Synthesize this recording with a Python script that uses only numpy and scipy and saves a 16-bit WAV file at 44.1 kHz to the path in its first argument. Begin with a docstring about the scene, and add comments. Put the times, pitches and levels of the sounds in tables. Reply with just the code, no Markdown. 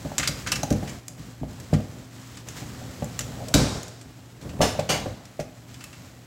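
"""A pump housing knocks in its seat as gloved hands work the pump and motor into a dishwasher's steel tub.
The heavy motor thumps, the hollow housing rings, and plastic fittings click as they meet. Three hard
jolts make the tub ring. Gloves and plastic rub, and a rubber seal groans. Behind it all is the low
mains hum of a small room. One nearby microphone with a limiter picks it up."""
import sys
import numpy as np
from scipy import signal
from scipy.fft import rfft, irfft, next_fast_len
from scipy.io import wavfile
from scipy.ndimage import uniform_filter1d, minimum_filter1d, map_coordinates

SR = 44100
rng = np.random.default_rng(int(sys.argv[2]) if len(sys.argv) > 2 else 0)


def file_out(sig):
    """Save sig as 16-bit WAV at sys.argv[1]."""
    # one column per channel
    cols = np.atleast_2d(sig).T
    # limit, then scale
    lim = np.clip(cols, -1, 1)
    pcm = np.round(lim * 32767).astype(np.int16)
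    wavfile.write(sys.argv[1], SR, pcm)


N = 276066

# A fade time (t60) is how long a sound takes to drop by 60 dB. A mode is one note a part rings at.
# The housing bumps its seat:
# (time [s], thump level [dB], knock level [dB], ring length [factor], pitch of the struck spot [Hz])
KNOCKS = [(0.048, -25, -30, 0.85, 603), (0.117, -43, -30, .3, 680), (0.633, -14.5, -19, 0.24, 780),
          (0.708, -12.5, -23.5, 1.08, 497), (0.827, -24.5, -31, 0.82, 616), (1.191, -33, -64, 1.05, 500),
          (1.412, -26, -51, 1.2, 450), (1.432, -17.5, -29, 0.26, 590), (1.729, -7, -21, 0.7, 525),
          (1.800, -47, -30.5, 0.37, 606), (2.617, -34.5, -44, 2.3, 650), (2.815, -40, -42, 1.5, 600),
          (3.0224, -18, -24.5, 0.46, 597), (3.545, -5.5, -10, 0.62, 320), (3.615, -14, -28, 0.9, 398),
          (4.058, -31, -47, 0.39, 450), (4.448, -35, -41, 2, 406), (4.591, -13, -25, 0.35, 456),
          (4.606, -18.5, -15.5, 1.1, 653), (4.630, -18.5, -17.5, 0.67, 590), (4.79, -21, -18, 0.53, 660),
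          (4.893, -27.5, -29, 3.3, 710), (5.059, -22.5, -25.5, 0.58, 536), (5.392, -26.5, -25, 0.8, 577)]
# A knock's noisy rattle: (frequency [multiple of the spot's pitch], relative level [dB])
RATTLE_TONE = [(.23, 9), (.6, -4), (1.1, 16), (1.7, -8), (3.4, -7), (9, -26)]
# Fittings meet, and at 3.54 s the first jolt cracks against the tub: (time [s], level [dB], softness [steps, 0
# = ordinary], main pitch [Hz])
CLICKS = [(0.181, -19, -0.11, 7050), (0.196, -28, 1.3, 2090), (0.229, -27, 1.44, 2980),
          (0.2746, -18, 0.088, 4870), (0.463, -35.5, 1.9, 1590), (0.471, -28.5, 0.91, 4960),
          (0.518, -19.5, 0.32, 2720), (0.531, -34, -0.24, 2800), (0.557, -28.5, 0.4, 6470),
          (0.632, -26, -0.7, 6100), (0.704, -32.5, -0.26, 5800), (0.725, -34.5, -0.26, 6050),
          (0.875, -39.5, 1.4, 2340), (0.894, -38.5, 0.015, 7300), (1.0819, -31.5, -1.33, 6780),
          (1.6003, -38.5, -0.96, 7000), (1.735, -34.5, 1, 1935), (2.371, -39.5, 0.042, 4840),
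          (2.486, -35, -0.53, 6680), (3.044, -34.5, -2.3, 7200), (3.191, -23.5, -0.65, 7400),
          (3.207, -32.5, 0.0069, 5940), (3.484, -34.5, -0.78, 5600), (3.54, -9.5, -0.32, 3884),
          (3.831, -36.5, -1, 6850), (3.881, -41.5, -.5, 7000), (4.012, -46, 0.22, 8100),
          (4.413, -48, 0.32, 4000), (4.492, -46.5, 1.1, 2680), (4.794, -34, 0.4, 4730),
          (5.254, -45, -0.48, 5600), (5.399, -37, 0.63, 5380), (5.742, -45, .4, 3370),
          (5.807, -44.5, 0.78, 2700), (5.8397, -34, -0.73, 2630), (5.928, -45.5, 0.8, 2700)]
# Jolts against the tub: (time [s], clash level [dB], rise time [s], clash fade time [s],
# ring level [dB], bass boost [dB], treble boost [dB])
JOLTS = [(3.541, -14, 0.0012, 0.057, -20.5, 3, 14), (4.614, -19, 0.00086, 0.35, -29.5, -2, 1.5),
         (4.890, -17, 0.004, 0.32, -31, -2, 1.5)]
# Modes of each part: (frequency [Hz], relative level [dB], base fade time [s])
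HOUSING_MODES = [(60.6, -5, 0.23), (101.1, -7, 0.35), (143.8, 0.5, 0.17), (175.5, -0.5, 0.13),
                 (211.2, -13, 0.37), (249, -5.5, 0.16), (301, -6, 0.11), (358.4, 8, 0.071),
                 (444, -3.5, 0.22), (503, -1.5, 0.2), (554, 3, 0.091), (594, 3, 0.14), (652, -21, 0.08),
                 (746, 4.5, 0.089), (820, -3.5, 0.22), (894, -39, 0.031), (1160, -1.5, 0.15)]
PLASTIC_MODES = [(1207, 10, 0.11), (1522, -1.5, 0.075), (2058, -2.5, 0.071), (2690, -13, 0.073),
                 (2987, 4, 0.15), (3377, 4.5, 0.055), (3970, -4, 0.066), (4900, 21, 0.021), (5800, 7, 0.12),
                 (5900, -1, .07), (6740, 5, 0.12), (7550, -10, .05)]
TUB_MODES = [(560, 4, 0.28), (1280, 0, 0.28), (1800, -1, 0.9), (2510, -14, .5), (3400, -13, 0.32),
             (3840, 33, .6), (4200, -16, 0.73), (4054, -7.5, 0.51), (4910, -6, 0.96), (5370, -5, 0.97),
             (5389, -23, 0.82), (5633, -8, 0.61), (6650, -4, 0.39), (6600, 5, 0.49), (7650, -13, 0.3),
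             (7100, -9, 0.71)]
# Hands slide the parts along: (start [s], length [s], scrape level [dB], rumble level [dB])
SLIDES = [(0, 0.95, -47, -40.5), (0.39, 0.017, -43, -60), (1.188, 0.13, -53, -46.5),
          (1.493, 0.54, -52.5, -44), (2.13, 0.28, -51, -50.5), (2.477, 0.82, -47.5, -41.5),
          (2.572, 0.01, -40.5, -61), (3.32, .45, -48, -38.5), (4.429, 0.68, -55, -39.5),
          (5.684, 0.41, -54, -53.5)]
# The rubber seal drags: (time [s], level [dB], pitch [Hz])
SEAL_DRAG = [(3.3, -52, 726), (3.35, -47.5, 718), (3.42, -39, 665), (3.46, -48, 518), (3.52, -41, 606)]
# The tone of each noise, from bass to treble: (frequency [Hz], relative level [dB])
CLICK_TONE = [(200, -22), (800, -8), (1400, 2), (3000, 0.5), (5000, 4.5), (7500, 5.5), (9000, -3),
              (15500, -14.5)]
CLASH_TONE = [(50, -41), (120, 1), (330, 1.5), (700, 6.5), (1050, -4.5), (2900, -2), (4000, -6),
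              (5600, -2.5), (7500, -7), (9500, -14.5), (15500, -25)]
TUB_RING_TONE = [(45, -22), (100, 15.5), (330, 8.5), (600, 12), (1100, 5), (2800, -2.5), (4200, -0.5),
                 (7500, -10.5), (9500, -22), (15500, -42)]
SCRAPE_TONE = [(470, -42), (800, -5.5), (976, -5.5), (1770, -4.5), (2660, -8), (6590, -9.5), (7840, -9),
               (8980, -18), (15500, -20)]
RUMBLE_TONE = [(25, -30), (60, 0.5), (100, 2), (180, 0), (300, -7), (400, -10.5), (600, -11.5), (800, -19),
               (1100, -20), (2500, -43)]
ROOM_NOISE_TONE = [(25, -31), (60, 2), (80, -43), (115, 7.5), (200, -8.5), (300, -0.5), (400, -14.5),
                   (700, -6.5), (1000, -20), (2500, -19.5), (7500, -40.5), (9500, -31), (15500, -33)]
# The hum's two notes: (frequency [Hz], relative level [dB])
HUM_NOTES = [(118.6, 1), (258.4, -6.5)]
# The hum swells and sinks: (time [s], level [dB])
HUM_LEVEL = [(0, -50.5), (1.2, -48.5), (2.4, -47.5), (3.4, -43.5), (4.0, -52), (4.4, -52), (5.3, -56),
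             (5.6, -51), (6.26, -52)]
# The room's echo: (frequency [Hz], fade time [s])
ECHO_FADE = [(100, 0.39), (1000, 0.53), (6000, 0.36), (15000, 0.37)]

SINCE_HIT = np.arange(SR) / SR  # seconds since a blow
NOW = np.arange(N) / SR  # seconds since the scene began
GRID_HZ = np.geomspace(50, 15500, num=160)


def housing_knocks(low_count=7):
    """The heavy motor thumps on the low modes; the hollow housing answers on the higher ones."""
    out = np.zeros(N)
    low_modes, high_modes = HOUSING_MODES[:low_count], HOUSING_MODES[low_count:]
    # Every click also gives the housing a weak knock a moment later.
    nudges = [(start + 0.00796, db - 11.5, db - 20.5, 1.7, 550) for start, db, _, _ in CLICKS]
    for start, thump_db, knock_db, length, spot_hz in KNOCKS + nudges:
        thump = ring(favour(low_modes, spot_hz=245, slope_db=3.5), length) * rise(0.0042)
        hollow = ring(favour(high_modes, spot_hz, slope_db=12), length)
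        rattle_tone = [(multiple * spot_hz, db) for multiple, db in RATTLE_TONE]
        rattle = noise(rattle_tone, SR) * fade(0.13 * length)
        knock = (hollow + amp(-3.5) * rattle) * rise(0.00064)
        add(out, start, amp(thump_db) * thump + amp(knock_db) * knock)
    return out


def fitting_clicks(ring_cycles=230):
    """Plastic fittings meet with a crack and ring briefly; a softer contact is duller and longer. The first
    jolt's crack at 3.54 s is made the same way."""
    out = np.zeros(N)
    for start, db, softness, main_hz in CLICKS:
        t60, rise_s = 0.054 * 2.04 ** softness, 0.00046 * 1.7 ** softness
        body_db, treble_db = 4 + 5.5 * softness, 1.5 - 3 * softness
        tilt = [(2200, body_db), (5000, 0), (7500, 0), (11000, treble_db)]
        peak_db = 6 * np.exp(-(np.log2(GRID_HZ / main_hz) / 0.12) ** 2)  # narrow lift at the main pitch
        hiss = noise(spot_tone(CLICK_TONE, tilt, ripple_db=1.5, lift_db=peak_db), SR)
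        snap = amp(-1.5) * fade(0.0036)
        tail = amp(3.5) * fade(t60) * chatter(per_second=220, depth_db=1)
        crack = hiss * (snap + tail)
        length = min(t60 / 0.088, 1)  # a harder contact rings shorter
        body = amp(-6.5 + body_db / 2) * ring(favour(PLASTIC_MODES, main_hz, slope_db=6), length)
        main_note = amp(-9) * ring([(main_hz, 0, ring_cycles / main_hz)])
        add(out, start, amp(db) * (crack + body + main_note) * rise(rise_s))
    return out


def tub_jolts():
    """The motor bracket clashes against the tub, whose sheet steel rings on."""
    out = np.zeros(N)
    for start, clash_db, rise_s, t60, ring_db, bass_db, treble_db in JOLTS:
        tilt = [(450, bass_db), (1000, 0), (2800, 0), (5000, treble_db / 2), (12000, treble_db)]
        clash_tone = spot_tone(CLASH_TONE, tilt, ripple_db=3.5)
        ring_tone = spot_tone(TUB_RING_TONE, tilt, ripple_db=1.5)
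        clash = noise(clash_tone, SR) * fade(t60)
        wash = noise(ring_tone, SR) * fade(0.84)  # modes so crowded that they blur into noise
        steel = wash + amp(-18) * ring(TUB_MODES)
        add(out, start, (amp(clash_db) * clash + amp(ring_db) * steel) * rise(rise_s))
    return out


def rubbing(slips_per_second=220, attack_s=0.025, release_s=0.046):
    """Gloves and plastic scrape along in tiny slips while the housing rumbles."""
    scrape_power, rumble_power = amp(-56) ** 2, amp(-52.5) ** 2  # gloves that merely hold on
    for start, length, scrape_db, rumble_db in SLIDES:
        speed_up = np.clip(1 + (NOW - start) / attack_s, 0, 1)
        slow_down = np.exp(-np.maximum(NOW - start - length, 0) / release_s)
        speed = speed_up * slow_down
        scrape_power += (amp(scrape_db) * speed) ** 2
        rumble_power += (amp(rumble_db) * speed) ** 2
    slip_kicks = (rng.random(N) < slips_per_second / SR) * rng.uniform(-1, 1, N)
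    hiss = rng.standard_normal(N)
    one_slip = rng.standard_normal(SR) * fade(0.015)
    slips = unit(signal.fftconvolve(slip_kicks, one_slip)[:N])
    scrape = colour(hiss + amp(-7) * slips, SCRAPE_TONE) * amp(0.6 * wobble(35))
    rumble = noise(RUMBLE_TONE, N) * amp(1.66 * wobble(25))
    return scrape * np.sqrt(scrape_power) + rumble * np.sqrt(rumble_power)


def seal_groan():
    """The rubber seal drags, making a soft, rough note that slides in pitch."""
    level_db, hz = curves(SEAL_DRAG)
    note = np.sin(2 * np.pi * np.cumsum(hz) / SR)
    dragging = (NOW > SEAL_DRAG[0][0]) & (NOW < SEAL_DRAG[-1][0])
    return unit(wobble(300) * note) * amp(level_db) * dragging


def mains_hum():
    """A low electrical hum whose two notes waver a little."""
    level_db, = curves(HUM_LEVEL)
    out = np.zeros(N)
    for hz, db in HUM_NOTES:
        gain = amp(db + level_db + 1.6 * wobble(12))
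        phase = 2 * np.pi * hz * NOW + 0.5 * wobble(9)
        out += gain * np.sqrt(2) * np.sin(phase)
    return out


def room_noise():
    """The soft, steady rush of the room."""
    return amp(-53.5) * noise(ROOM_NOISE_TONE, N)


def room_echo(sound):
    """The walls send back a smooth wash of echoes that lasts longest in the middle pitches."""
    hz, seconds, spectrum = signal.stft(rng.standard_normal(SR // 2), SR, nperseg=256)
    decay = np.exp(-np.log(1000) * seconds / along(ECHO_FADE, hz)[:, None])
    _, tail = signal.istft(spectrum * decay, SR, nperseg=256)
    tail = np.pad(tail / np.linalg.norm(tail), (SR // 200, 0))  # arrives 5 ms late
    return signal.fftconvolve(sound, tail)[:N]


def amp(db):
    """Turn decibels into a gain."""
    return 10 ** (np.asarray(db) / 20)


def unit(sound):
    """Scale to an average strength (rms) of 1."""
    return sound / np.sqrt(np.mean(sound ** 2) + 1e-20)


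def along(points, hz):
    """Read between (frequency, value) points, spaced by musical pitch."""
    point_hz, values = np.transpose(points)
    return np.interp(np.log(hz + 1), np.log(point_hz + 1), values)


def curves(rows):
    """One value per sample for each column after the time."""
    times, *columns = np.transpose(rows)
    return [np.interp(NOW, times, column) for column in columns]


def wobble(per_second):
    """A smooth curve through this many random values a second."""
    return map_coordinates(rng.standard_normal(int(N * per_second / SR) + 4), [NOW * per_second])


def chatter(per_second, depth_db):
    """The uneven force of a bouncing contact."""
    bounces = np.interp(SINCE_HIT * per_second, np.arange(1000), rng.standard_normal(1000))
    return unit(amp(-depth_db * bounces))


def colour(sound, tone):
    """Give a sound this tone, at strength 1."""
    size = next_fast_len(len(sound) + 4096)
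    gains = amp(along(tone, np.fft.rfftfreq(size, 1 / SR)))
    return unit(irfft(rfft(sound, size) * gains, size)[:len(sound)])


def noise(tone, size):
    """Noise with this tone, at strength 1."""
    return colour(rng.standard_normal(size), tone)


def spot_tone(tone, tilt, ripple_db, lift_db=0):
    """Tilt a tone and add the random peaks and dips of one struck spot."""
    ripple = ripple_db * rng.standard_normal(len(GRID_HZ))
    return np.column_stack([GRID_HZ, along(tone, GRID_HZ) + along(tilt, GRID_HZ) + ripple + lift_db])


def rise(seconds):
    """A blow builds up as the contact closes."""
    return 1 - np.exp(-SINCE_HIT / seconds)


def fade(t60):
    """A sound dies away after a blow."""
    return np.exp(-np.log(1000) * SINCE_HIT / max(t60, 0.003))


def ring(modes, length=1):
    """A struck part rings in fading notes, with new strengths and signs at each blow."""
    mode_hz, db, fade_times = np.transpose(modes)
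    gains = amp(db + 2 * rng.standard_normal(len(db)))
    gains *= np.sign(rng.standard_normal(len(db)))
    waves = [np.sin(2 * np.pi * hz * SINCE_HIT) * fade(t60 * length)
             for hz, t60 in zip(mode_hz, fade_times)]
    return np.dot(gains, waves) / np.sqrt(np.sum(gains ** 2) / 2)


def favour(modes, spot_hz, slope_db):
    """The struck spot drives the modes near spot_hz hardest: slope_db less per octave away."""
    return [(hz, db - slope_db * abs(np.log2(hz / spot_hz)), t60) for hz, db, t60 in modes]


def add(track, start, sound):
    """Mix a sound in, start seconds into the track."""
    part = track[round(start * SR):][:len(sound)]
    part += sound[:len(part)]


def scene():
    """Everything reaches one microphone; the knocks, clicks and jolts also echo in the room."""
    clicks, knocks, jolts = fitting_clicks(), housing_knocks(), tub_jolts()
    echo = room_echo(amp(-8) * knocks + amp(-8.5) * clicks + amp(-15) * jolts)
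    mono = knocks + clicks + jolts + echo + rubbing() + seal_groan() + mains_hum() + room_noise()
    return np.array([mono, mono])


def limiter(sound, ceiling_db):
    """Turn the level down smoothly for about a millisecond around each loud peak."""
    peak = np.abs(sound).max(axis=0) / amp(ceiling_db)
    gain = (1 + peak ** 4) ** -0.25
    return sound * uniform_filter1d(minimum_filter1d(gain, size=33), size=33)


def record(dry):
    """The recorder limits the peaks and cuts off the highest treble."""
    limited = limiter(dry, ceiling_db=-6)
    size = next_fast_len(N + SR // 2)
    hz = np.fft.rfftfreq(size, 1 / SR)
    return irfft(rfft(limited, size) * (hz < 15900), size)[:, :N]


dry = scene()
out = record(dry)
file_out(out)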